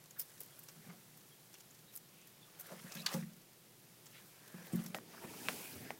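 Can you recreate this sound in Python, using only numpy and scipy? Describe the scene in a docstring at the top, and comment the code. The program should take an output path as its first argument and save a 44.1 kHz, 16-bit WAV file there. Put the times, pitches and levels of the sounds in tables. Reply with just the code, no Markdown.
"""Claws and scales tick on grit as a lizard leaves its stone dish and scurries over sand to driftwood
in a glass tank. Its belly drags with a rasp of sliding friction, its steps drive the low modes of the
tank floor, and a claw slips and snaps against the wood. Near the end the hand-held camera adds a few
clicks, the rumble of a shifting grip and a brushing swish. Hiss and a faint hum lie underneath."""
import sys
import numpy as np
from scipy import signal
from scipy.fft import rfft, irfft, next_fast_len
from scipy.io import wavfile

SR = 44100
rng = np.random.default_rng(int(sys.argv[2]) if len(sys.argv) > 2 else 0)


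def transcribe(u):
    """Save the signal u as a 16-bit wav file named by the first command-line argument.

    u: samples, shape (n,) or (channels, n), limited to [-1, 1]; the rate is SR.
    q: integer samples, one column per channel.
    """
    v = np.clip(np.atleast_2d(u).T, -1, 1)
    q = np.round(v * 32767).astype(np.int16)
    wavfile.write(sys.argv[1], SR, q)


N = 264159
TIME = np.arange(N) / SR
SWELL_DB = 19   # a swell gains this much over its rise time and loses it over its fall time


def from_db(db):
    """Amplitude ratio of a level in decibels."""
    return 10 ** (np.asarray(db) / 20)


def rms_one(x):
    """Normalisation to unit rms."""
    return x / np.sqrt(np.mean(x ** 2) + 1e-20)


def butterworth(x, order, hz, kind):
    """Filter with a maximally flat passband."""
    return signal.sosfilt(signal.butter(order, hz, kind, fs=SR, output="sos"), x)


def colour(x, spectrum):
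    """Minimum-phase filter of unit power gain: a spectrum sets the timbre, not the level."""
    size = next_fast_len(N + SR // 4, True)
    size += size % 2
    hz, db = np.transpose(spectrum)
    bin_hz = np.arange(size // 2 + 1) * SR / size
    gain = rms_one(from_db(np.interp(np.log(bin_hz + 1), np.log(hz), db)))
    cepstrum = irfft(np.log(gain))
    cepstrum[1:size // 2] *= 2   # folding the cepstrum makes the filter causal
    cepstrum[size // 2 + 1:] = 0
    return irfft(rfft(x, size) * np.exp(rfft(cepstrum)), size)[:N]


def grain_sizes(spread_db, hold):
    """Log-normal grain amplitudes, each lasting `hold` samples; unit rms."""
    sizes = from_db(spread_db * np.clip(rng.standard_normal(N // hold + 1), -2, 2))
    return rms_one(np.repeat(sizes, hold)[:N])


def grains(spread_db, hold):
    """Granular noise: white noise modulated by grains of uneven size."""
    return rng.standard_normal(N) * grain_sizes(spread_db, hold)


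def rasp(patchy_db, patch_s=0.022, bands=30):
    """Friction excites ever-changing resonances: narrow noise bands swell independently; unit rms."""
    edges_hz = np.geomspace(250, 12000, bands + 1)
    knots_s = np.arange(0, N / SR + patch_s, patch_s)
    gains = from_db(patchy_db * np.clip(rng.standard_normal((bands, len(knots_s))), -2, 2))
    white = rng.standard_normal((2, N))
    out = np.zeros(N)
    for k in range(bands):
        band = butterworth(white[k % 2], 2, edges_hz[k:k + 2], "band")
        out += band * np.interp(TIME, knots_s, gains[k])
    return rms_one(out)


def swell_db(time, peak_s, rise_s, fall_s):
    """Exponential growth and decay: straight lines in dB that meet at 0 dB."""
    return -SWELL_DB * np.maximum((peak_s - time) / rise_s, (time - peak_s) / fall_s)


def swells(times, rises, falls, levels_db):
    """Envelope of incoherent swells, which add in power."""
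    power = np.zeros(N)
    for s, rise, fall, db in np.broadcast(times, rises, falls, levels_db):
        near = slice(*np.searchsorted(TIME, [s - 3 * rise, s + 3 * fall]))
        power[near] += from_db(db + swell_db(TIME[near], s, rise, fall)) ** 2
    return np.sqrt(power)


def bursts(times, levels_db, t60s):
    """Envelope of impacts: each jumps up and decays exponentially, and their powers add."""
    power = np.zeros(N)
    for s, db, t60 in np.broadcast(times, levels_db, t60s):
        at = round(s * SR)
        age = TIME[:min(N - at, SR // 2)]
        power[at:at + len(age)] += from_db(db - 60 * age / t60) ** 2
    return np.sqrt(power)


def ring(start_s, level_db, hz, t60):
    """Impulse response of one damped mode: a decaying sine."""
    impulse = np.zeros(N)
    impulse[round(start_s * SR)] = from_db(level_db)
    radius, angle = from_db(-60 / (t60 * SR)), 2 * np.pi * hz / SR
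    return signal.lfilter([0, np.sin(angle)], [1, -2 * radius * np.cos(angle), radius ** 2],
                          impulse + 1e-18)


def struck(modes, times, levels_db, t60_factors, pushes_s, spread_db):
    """Modal superposition: a contact excites every mode unevenly; a slow push softens the onset."""
    out = np.zeros(N)
    for s, level, factor, push in np.broadcast(times, levels_db, t60_factors, pushes_s):
        for (hz, db, base_t60), chance in zip(modes, rng.standard_normal(len(modes))):
            t60 = base_t60 * factor
            near = slice(*np.searchsorted(TIME, [s, s + t60]))
            age = TIME[near] - s
            build = 1 - np.exp(-age / max(push, 1 / SR))
            decay = from_db(level + db + spread_db * chance - 60 * age / t60)
            out[near] += build * decay * np.sin(2 * np.pi * hz * age)
    return out


def background(hiss_db=-62.5):
    """Stationary noise floor: broadband microphone hiss and the line spectrum of the tank's equipment."""
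    # The hum. Each row: frequency in Hz, rms level in dB.
    hum_lines = [(120, -78), (152, -80.5), (360, -81.5)]
    # The hiss. Each row: frequency in Hz, relative density in dB.
    hiss_spectrum = [(25, -16.5), (60, -23), (88, -13.5), (112, -7), (150, 3), (200, -1.5), (260, -6.5),
                     (380, -6.5), (600, -11), (1500, -16), (3300, -15), (8000, -17.5), (14000, -15.5),
                     (16000, -18)]
    hum = sum(from_db(db) * np.sqrt(2) * np.sin(2 * np.pi * (hz * TIME + rng.random()))
              for hz, db in hum_lines)
    return hum + from_db(hiss_db) * colour(rng.standard_normal(N), hiss_spectrum)


def camera_grip():
    """Structure-borne noise: the shifting hand rumbles, and the camera's body flexes lower still."""
    # Shifts of grip. Each row: peak time, rise and fall in seconds, rumble and flex levels in dB.
    grips = [(4.989, 0.15, 0.1, -55.5, -81), (5.245, 0.037, 0.14, -51.5, -75), (5.5, 1, 0.42, -56, -83),
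             (5.527, .006, 0.1, -51, -82), (5.755, 0.067, 0.12, -53, -57), (5.815, .04, .2, -53, -61)]
    # The hand's rumble and the body's flexing. Each row: frequency in Hz, relative density in dB.
    rumble_spectrum = [(18, -64), (30, -47), (92, -10.5), (130, -4.5), (167, 0.5), (246, 2), (373, -3),
                       (407, -3), (600, -10.5), (780, -28), (1320, -120)]
    flex_spectrum = [(30, -28), (60, -24), (88, -3), (130, -7.5), (250, -28.5)]
    s, rise, fall, rumble_db, flex_db = np.transpose(grips)
    rumble = swells(s, rise, fall, rumble_db) * grains(1.0, hold=400)
    flex = swells(s, rise, fall, flex_db) * rng.standard_normal(N)
    return colour(rumble, rumble_spectrum) + colour(flex, flex_spectrum)


def camera_brush(touch_s=5.1, touch_db_per_s=150, lift_s=5.9, lift_db_per_s=68, hiss_db=-49, rub_db=-57):
    """Sliding friction of something soft on the camera: smooth hiss, a catching rub, a late sizzle."""
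    # The three parts of the stroke. Each row: frequency in Hz, relative density in dB.
    hiss_spectrum = [(1500, -14), (3000, 0), (6000, 1), (9000, 2.5), (13000, 1), (15500, 1)]
    rub_spectrum = [(240, -20), (400, -3), (543, -11.5), (778, -5.5), (1210, -16), (1700, -10.5),
                    (2100, -14), (2600, -13.5), (3350, -19.5), (4300, -22), (4720, -16), (5100, -16),
                    (6500, -20.5), (11000, -120)]
    sizzle_spectrum = [(3000, -20), (6000, -13), (10000, 2), (14000, 4), (16000, 0)]
    stroke_db = swell_db(TIME, peak_s=5.519, rise_s=0.51, fall_s=0.52)
    stroke_db -= lift_db_per_s * np.maximum(TIME - lift_s, 0)
    touch_db = touch_db_per_s * np.minimum(TIME - touch_s, 0)
    # the rub follows about half of the stroke's swing in dB
    rub = from_db(rub_db + 0.53 * stroke_db + touch_db) * rasp(patchy_db=5)
    sizzle = swells([5.64], rises=0.3, falls=0.41, levels_db=-53.5) * grains(4.9, hold=32)
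    hiss = from_db(hiss_db + stroke_db + touch_db) * grains(1.2, hold=32)
    return colour(hiss, hiss_spectrum) + colour(rub, rub_spectrum) + colour(sizzle, sizzle_spectrum)


def camera_clicks(after_ring_db=-21, after_ring_t60=0.086):
    """Impulse response of a shell giving under the fingers: two damped modes and a dull after-ring."""
    # Clicks. Each row: start in seconds, then level in dB, frequency in Hz and T60 in seconds,
    # first for the snap mode and again for the body mode.
    clicks = [(4.9465, -19.5, 2600, 0.0013, -35, 895, 0.0073), (4.986, -40, 2400, .0015, -33.5, 1186, .003),
              (5.4857, -14, 2430, 0.0026, -31, 1110, .0025), (5.9057, -28, 2100, 0.0053, -25.5, 770, 0.008)]
    # The shell's after-ring. Each row: frequency in Hz, relative density in dB.
    shell_spectrum = [(100, -25), (180, 4), (260, -7), (480, 2), (760, -1), (1200, -2.5), (2200, -9),
                      (5000, -15.5), (15000, -17)]
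    pulses = sum(ring(at, snap_db, snap_hz, snap_t60) + ring(at, body_db, body_hz, body_t60)
                 for at, snap_db, snap_hz, snap_t60, body_db, body_hz, body_t60 in clicks)
    pulses = butterworth(pulses, 2, 400, "high")
    pulses = butterworth(pulses, 1, 8000, "low")
    s, snap_db = np.transpose(clicks)[:2]
    after_ring = bursts(s, snap_db + after_ring_db, after_ring_t60) * rng.standard_normal(N)
    return pulses + colour(after_ring, shell_spectrum)


def brief_resonances():
    """Narrow-band noise: scrapes, squeaks, the tank ringing after a thump, the camera after a click."""
    # Each row: centre time and length in seconds, frequency and bandwidth in Hz, level in dB.
    resonances = [(0.11, 0.0033, 7040, 2030, -53.5), (0.173, 0.017, 1480, 700, -61),
                  (0.203, 0.022, 14200, 1500, -43), (0.207, 0.021, 5300, 700, -54),
                  (0.415, 0.0073, 424, 400, -58.5), (0.53, .018, 3350, 200, -68),
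                  (0.788, 0.038, 168, 50, -58), (0.883, .045, 171, 50, -55), (0.904, 0.02, 1340, 1000, -60),
                  (1.325, .018, 3240, 160, -68), (1.554, .01, 3150, 1800, -61),
                  (1.71, .005, 7000, 1500, -59.5), (1.894, 0.028, 3800, 300, -68.5),
                  (1.962, 0.002, 8400, 1200, -50), (1.976, .003, 6800, 1100, -51.5),
                  (2.214, 0.14, 2680, 1200, -70.5), (2.44, 0.027, 3500, 200, -65.5),
                  (2.481, 0.016, 1250, 250, -69), (2.723, 0.03, 464, 350, -53.5),
                  (2.878, 0.043, 1890, 1300, -60.5), (2.984, 0.11, 2570, 300, -61.5),
                  (2.972, 0.01, 3800, 2400, -53), (2.998, 0.017, 3940, 298, -51.5),
                  (3.021, .01, 5000, 1400, -54), (3.091, 0.006, 3580, 3000, -49),
                  (3.1, 0.064, 1120, 460, -51.5), (3.105, .03, 3600, 3600, -54.5),
                  (3.145, .05, 850, 90, -56.5), (3.15, 0.013, 302, 69.8, -45.5),
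                  (3.167, 0.033, 530, 30, -48.5), (3.232, 0.013, 2100, 900, -58),
                  (4.166, 0.053, 2730, 2430, -60), (4.28, .1, 13500, 3000, -70),
                  (4.642, 0.25, 1670, 260, -66.5), (4.73, 0.011, 8500, 1400, -55.5),
                  (4.74, 0.022, 346, 60, -42.5), (4.79, 0.041, 2680, 700, -68),
                  (4.95, 0.0064, 755, 200, -45), (4.967, 0.014, 617, 120, -50.5),
                  (4.965, 0.029, 1905, 130, -58.5), (5.143, 0.015, 1100, 906, -56),
                  (5.18, 0.018, 1330, 800, -58), (5.23, 0.031, 920, 700, -56.5),
                  (5.232, .025, 11500, 6000, -61), (5.248, 0.02, 2520, 700, -61),
                  (5.342, .014, 1160, 900, -58.5), (5.48, 0.05, 2580, 600, -55),
                  (5.65, 0.12, 2540, 900, -58.5), (5.728, 0.022, 4600, 1800, -59),
                  (5.882, 0.086, 1880, 700, -59.5)]
    out, noise = np.zeros(N), grains(1.6, hold=100)
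    for s, length, hz, width, db in resonances:
        edges_hz = [max(hz - width / 2, 50), hz + width / 2]
        band = signal.butter(1, edges_hz, "band", fs=SR, output="sos")
        near = slice(*np.searchsorted(TIME, [s - length - .05, s + length + .05]))
        swell = np.exp(-2 * ((TIME[near] - s) / length) ** 2)
        sound = swell * signal.sosfilt(np.vstack([band, band]), noise[near])
        out[near] += from_db(db) * rms_one(sound) * np.sqrt(np.mean(swell ** 2))
    return out


def sand_drag(rub_trim_db=-1.5, grit_trim_db=-3):
    """Granular friction: scales slide over sand with a rasping rub under a spray of fine grains."""
    # The lizard shuffles at the dish, dashes, skids at the wood and crawls under it.
    # Each row: peak time, rise and fall in seconds, rub and grit levels in dB before the trims.
    slides = [(0.27, .28, 2.7, -71, -60.5), (0.90, 0.26, 0.14, -64.5, -73), (1.7, 2.1, 3, -77, -71),
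              (2.72, 0.34, 0.63, -60, -58), (3.01, 0.41, 0.057, -58, -52.5),
              (3.133, 0.084, 0.12, -49.5, -45), (4.18, 0.72, 0.61, -74, -62.5),
              (4.81, 0.77, 0.33, -58, -56)]
    # The rub and the fine grit. Each row: frequency in Hz, relative density in dB.
    rub_spectrum = [(120, -24.5), (300, -4), (550, 3), (900, -2.5), (1300, -0.5), (1750, 1.5), (2100, -1.5),
                    (2600, -4.5), (3200, -5.5), (4000, -11), (6000, -9), (9000, -33), (14000, -17)]
    grit_spectrum = [(2000, -18.5), (4000, -2), (6000, 0), (10000, 1.5), (15500, -1)]
    s, rise, fall, rub_db, grit_db = np.transpose(slides)
    rub = swells(s, rise, fall, rub_db + rub_trim_db) * rasp(patchy_db=4.5) * grain_sizes(2.3, hold=256)
    grit = swells(s, rise, fall, grit_db + grit_trim_db) * grains(3.3, hold=48)
    return colour(rub, rub_spectrum) + colour(grit, grit_spectrum)


def tank_thumps(boom_db=-3, shake_db=-23, shake_t60=0.54, knock_t60=0.16):
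    """Plate vibration: soft feet set the floor panel booming and shake the things that stand on it."""
    # Steps and bumps, whose ring the lizard's weight damps. Each row: start in seconds,
    # reference level for boom and shake in dB, knock level in dB, T60 factor, push time in seconds.
    thumps = [(0.76, -57.5, -67, 0.85, .003), (0.871, -47, -63.5, .8, .002), (0.929, -50.5, -65, 1, 0.0032),
              (2.717, -47.5, -49, 0.91, .001), (2.842, -40.5, -69, 0.46, 0.0017),
              (2.953, -39.5, -68, 1.23, .002), (3.1437, -29.5, -46, 0.98, .002),
              (3.1628, -34, -70, 0.51, .002), (3.2206, -38, -90, 0.76, 0.0046),
              (4.5417, -41, -63, 0.59, .001), (4.598, -51, -59, 0.83, .004),
              (4.7321, -26.5, -58, 0.59, .001), (4.7496, -26.5, -66, 0.58, .002),
              (4.7906, -33, -53, 0.46, 0.0027), (4.8531, -40, -76, 0.91, .003),
              (5.238, -66, -50.5, .8, .001)]
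    # The floor's modes. Each row: frequency in Hz, relative level in dB, base T60 in seconds.
    floor_modes = [(158, -6, 0.4), (178.6, -0.5, 0.37), (219.4, -6.5, 0.37), (262, -31, 0.14),
                   (329, -11, 0.14)]
    # The panel's knock and the shaking. Each row: frequency in Hz, relative density in dB.
    knock_spectrum = [(200, -31), (330, 1), (430, -4.5), (522, 8), (600, -8), (720, -1.5), (1300, -6),
                      (3000, -28)]
    shake_spectrum = [(40, -15), (100, -52), (130, -19), (160, 7), (230, -7), (280, -7), (400, -23),
                      (900, -37)]
    s, level_db, knock_db, t60_factor, push_s = np.transpose(thumps)
    boom = struck(floor_modes, s, level_db + boom_db, t60_factor, push_s, spread_db=1.1)
    # a padded foot pushes gently, and the small panel radiates no deep bass
    boom = butterworth(boom, 2, [125, 420], "band")
    boom = butterworth(boom, 2, 115, "high")
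    shake = bursts(s, level_db + shake_db, shake_t60 * t60_factor) * rng.standard_normal(N)
    knock = bursts(s, knock_db, knock_t60) * rng.standard_normal(N)
    return boom + colour(shake, shake_spectrum) + colour(knock, knock_spectrum)


def claw_snap(ring_db=-3, crack_db=-13, tail_db=-24):
    """Stick-slip: a claw bites in and slips off in quick jerks; so small a part radiates no bass."""
    # The claw catches on grit, then snaps against wood. Each row: start in seconds,
    # reference level for ring, crack and tail in dB, bite level in dB.
    snaps = [(2.925, -51, -60), (3.0452, -50, -60), (3.0618, -39, -30), (3.0635, -22, -31),
             (3.0653, -22.5, -45), (3.0695, -29.5, -50), (3.0887, -42, -70)]
    # The snap's modes. Each row: frequency in Hz, relative level in dB, base T60 in seconds.
    claw_modes = [(1570, -16, 0.055), (1700, -23, 0.059), (1950, -26, 0.04), (2460, -20, 0.031),
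                  (3080, -21, 0.018), (3555, -17, 0.036), (3880, -23, 0.045), (4450, -4, 0.013),
                  (4570, -7, 0.019), (5380, -15, 0.019), (6100, -18, 0.02), (6870, -18, 0.016),
                  (8600, -13, 0.013)]
    # The tip's bright bite and the crack. Each row: frequency in Hz, relative density in dB.
    bite_spectrum = [(1500, -22), (4000, 0), (7000, 1), (8500, 0), (11000, -14), (13500, -4), (16000, -14)]
    crack_spectrum = [(400, -32), (1000, -11), (1500, -5), (2200, 1), (4500, 4), (8000, -8.5),
                      (15000, -13)]
    s, level_db, bite_db = np.transpose(snaps)
    ringing = struck(claw_modes, s, level_db + ring_db, t60_factors=0.95, pushes_s=0, spread_db=4.5)
    envelope = bursts(s, level_db + crack_db, t60s=0.015) + bursts(s, level_db + tail_db, t60s=0.14)
    crack = colour(envelope * rng.standard_normal(N), crack_spectrum)
    bite = colour(bursts(s, bite_db, t60s=0.0065) * rng.standard_normal(N), bite_spectrum)
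    return butterworth(ringing + crack + bite, 2, 900, "high")


def stray_ticks(count=28, until_s=3.6, rise_s=0.004, fall_s=0.007, top_db=-56.5, body_db=-68.5):
    """A random point process: faint ticks at uniformly drawn times, as rows for claw_ticks."""
    when, top, body = rng.random((64, 3))[:count].T
    top_scatter_db, body_scatter_db = 4 * (2 * top - 1), 4 * (2 * body - 1)
    return np.column_stack([when * until_s, np.full((count, 2), [rise_s, fall_s]),
                            top_db + top_scatter_db, body_db + body_scatter_db])


def claw_ticks(top_trim_db=-8.5, body_trim_db=2.5, tail_db=-22, tail_t60=0.16, body_fall_s=0.016):
    """Brittle fracture: each touch cracks a few grains; reflections off the glass add a short tail."""
    # The louder crunches of claws and scales on grit. Each row: peak time, rise and the top's fall
    # in seconds, levels of the crisp top and the lower body in dB before the trims.
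    ticks = [(0.04, .002, 0.0047, -49, -65), (0.1097, .002, .006, -47, -61.5),
             (0.1897, .001, .002, -38, -61), (0.1963, .0015, .002, -22.5, -54.5),
             (0.1985, .002, .006, -34, -58), (0.2026, .002, .005, -28.5, -56),
             (0.2148, .002, .003, -32, -58), (0.219, .006, .02, -46, -64), (0.406, .005, .007, -35, -59),
             (0.4157, 0.0055, .005, -38, -60.5), (0.426, .002, .003, -49, -66),
             (0.4337, .001, .002, -36, -65), (0.4625, .002, .004, -45, -75),
             (0.5915, .001, .008, -38.5, -78), (0.638, .003, .006, -43.5, -73),
             (0.6872, 0.0054, .012, -46, -56.5), (0.694, .005, .01, -58, -59),
             (1.174, .003, .01, -45.5, -69), (1.541, .002, .01, -49, -55), (1.607, .012, .014, -55, -59.5),
             (1.94, 0.022, .02, -49, -65), (1.955, .005, 0.0065, -36, -70),
             (1.9618, .001, 0.0036, -30.5, -67), (1.966, .003, .008, -47, -70),
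             (1.9733, .001, .006, -37, -63), (2.274, .006, .01, -48, -64),
             (2.5985, 0.0081, .012, -37.5, -59), (2.6095, .005, .012, -36, -63),
             (2.667, .004, .015, -45, -63), (2.921, 0.006, .015, -49, -50.5),
             (2.9416, .002, .005, -42, -64), (2.9515, .001, .007, -36.5, -51), (3.14, .011, .01, -39, -45),
             (3.3335, .002, .006, -54, -63), (4.058, .001, .004, -48, -61), (4.067, .006, .008, -60, -58),
             (4.4785, .001, .005, -44, -59), (4.66, .002, .005, -47, -71), (4.669, .003, .012, -47, -70),
             (4.732, .012, 0.015, -47, -62), (4.7575, .0015, .018, -40, -62),
             (4.8392, .002, .008, -42, -62), (4.8623, .002, 0.0082, -39, -50),
             (4.881, .004, .015, -48, -64), (4.965, 0.0073, .009, -45, -60),
             (4.976, 0.0033, .006, -43, -63)]
    # A tick's crisp top and lower body. Each row: frequency in Hz, relative density in dB.
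    top_spectrum = [(3000, -24), (7000, -10), (10000, -2), (12000, 2), (14300, 2.5), (15500, 2),
                    (17000, -35)]
    body_spectrum = [(60, -22), (200, -10), (500, -5.5), (2000, -4.5), (4000, -5), (5800, 2), (8000, -3),
                     (12000, -26)]
    s, rise, fall, top_db, body_db = np.vstack([ticks, stray_ticks()]).T
    crunch = swells(s, rise, fall, top_db + top_trim_db)
    tail = bursts(s, top_db + top_trim_db + tail_db, tail_t60)
    top = (crunch + tail) * grains(1.6, hold=16)
    body = swells(s, rise, body_fall_s, body_db + body_trim_db) * grains(3.0, hold=24)
    return colour(top, top_spectrum) + colour(body, body_spectrum)


def scene():
    """Superposition: all sources add at one microphone, which feeds both channels."""
    lizard = claw_ticks() + tank_thumps() + claw_snap() + sand_drag()
    mono = lizard + brief_resonances() + camera_clicks() + camera_brush() + camera_grip() + background()
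    return np.stack([mono, mono])


def record(dry):
    """Band limiting: an elliptic low-pass cuts the treble steeply above 15.9 kHz."""
    return signal.sosfilt(signal.ellip(12, .1, 70, 15900, fs=SR, output="sos"), dry)


dry = scene()
out = record(dry)
transcribe(out)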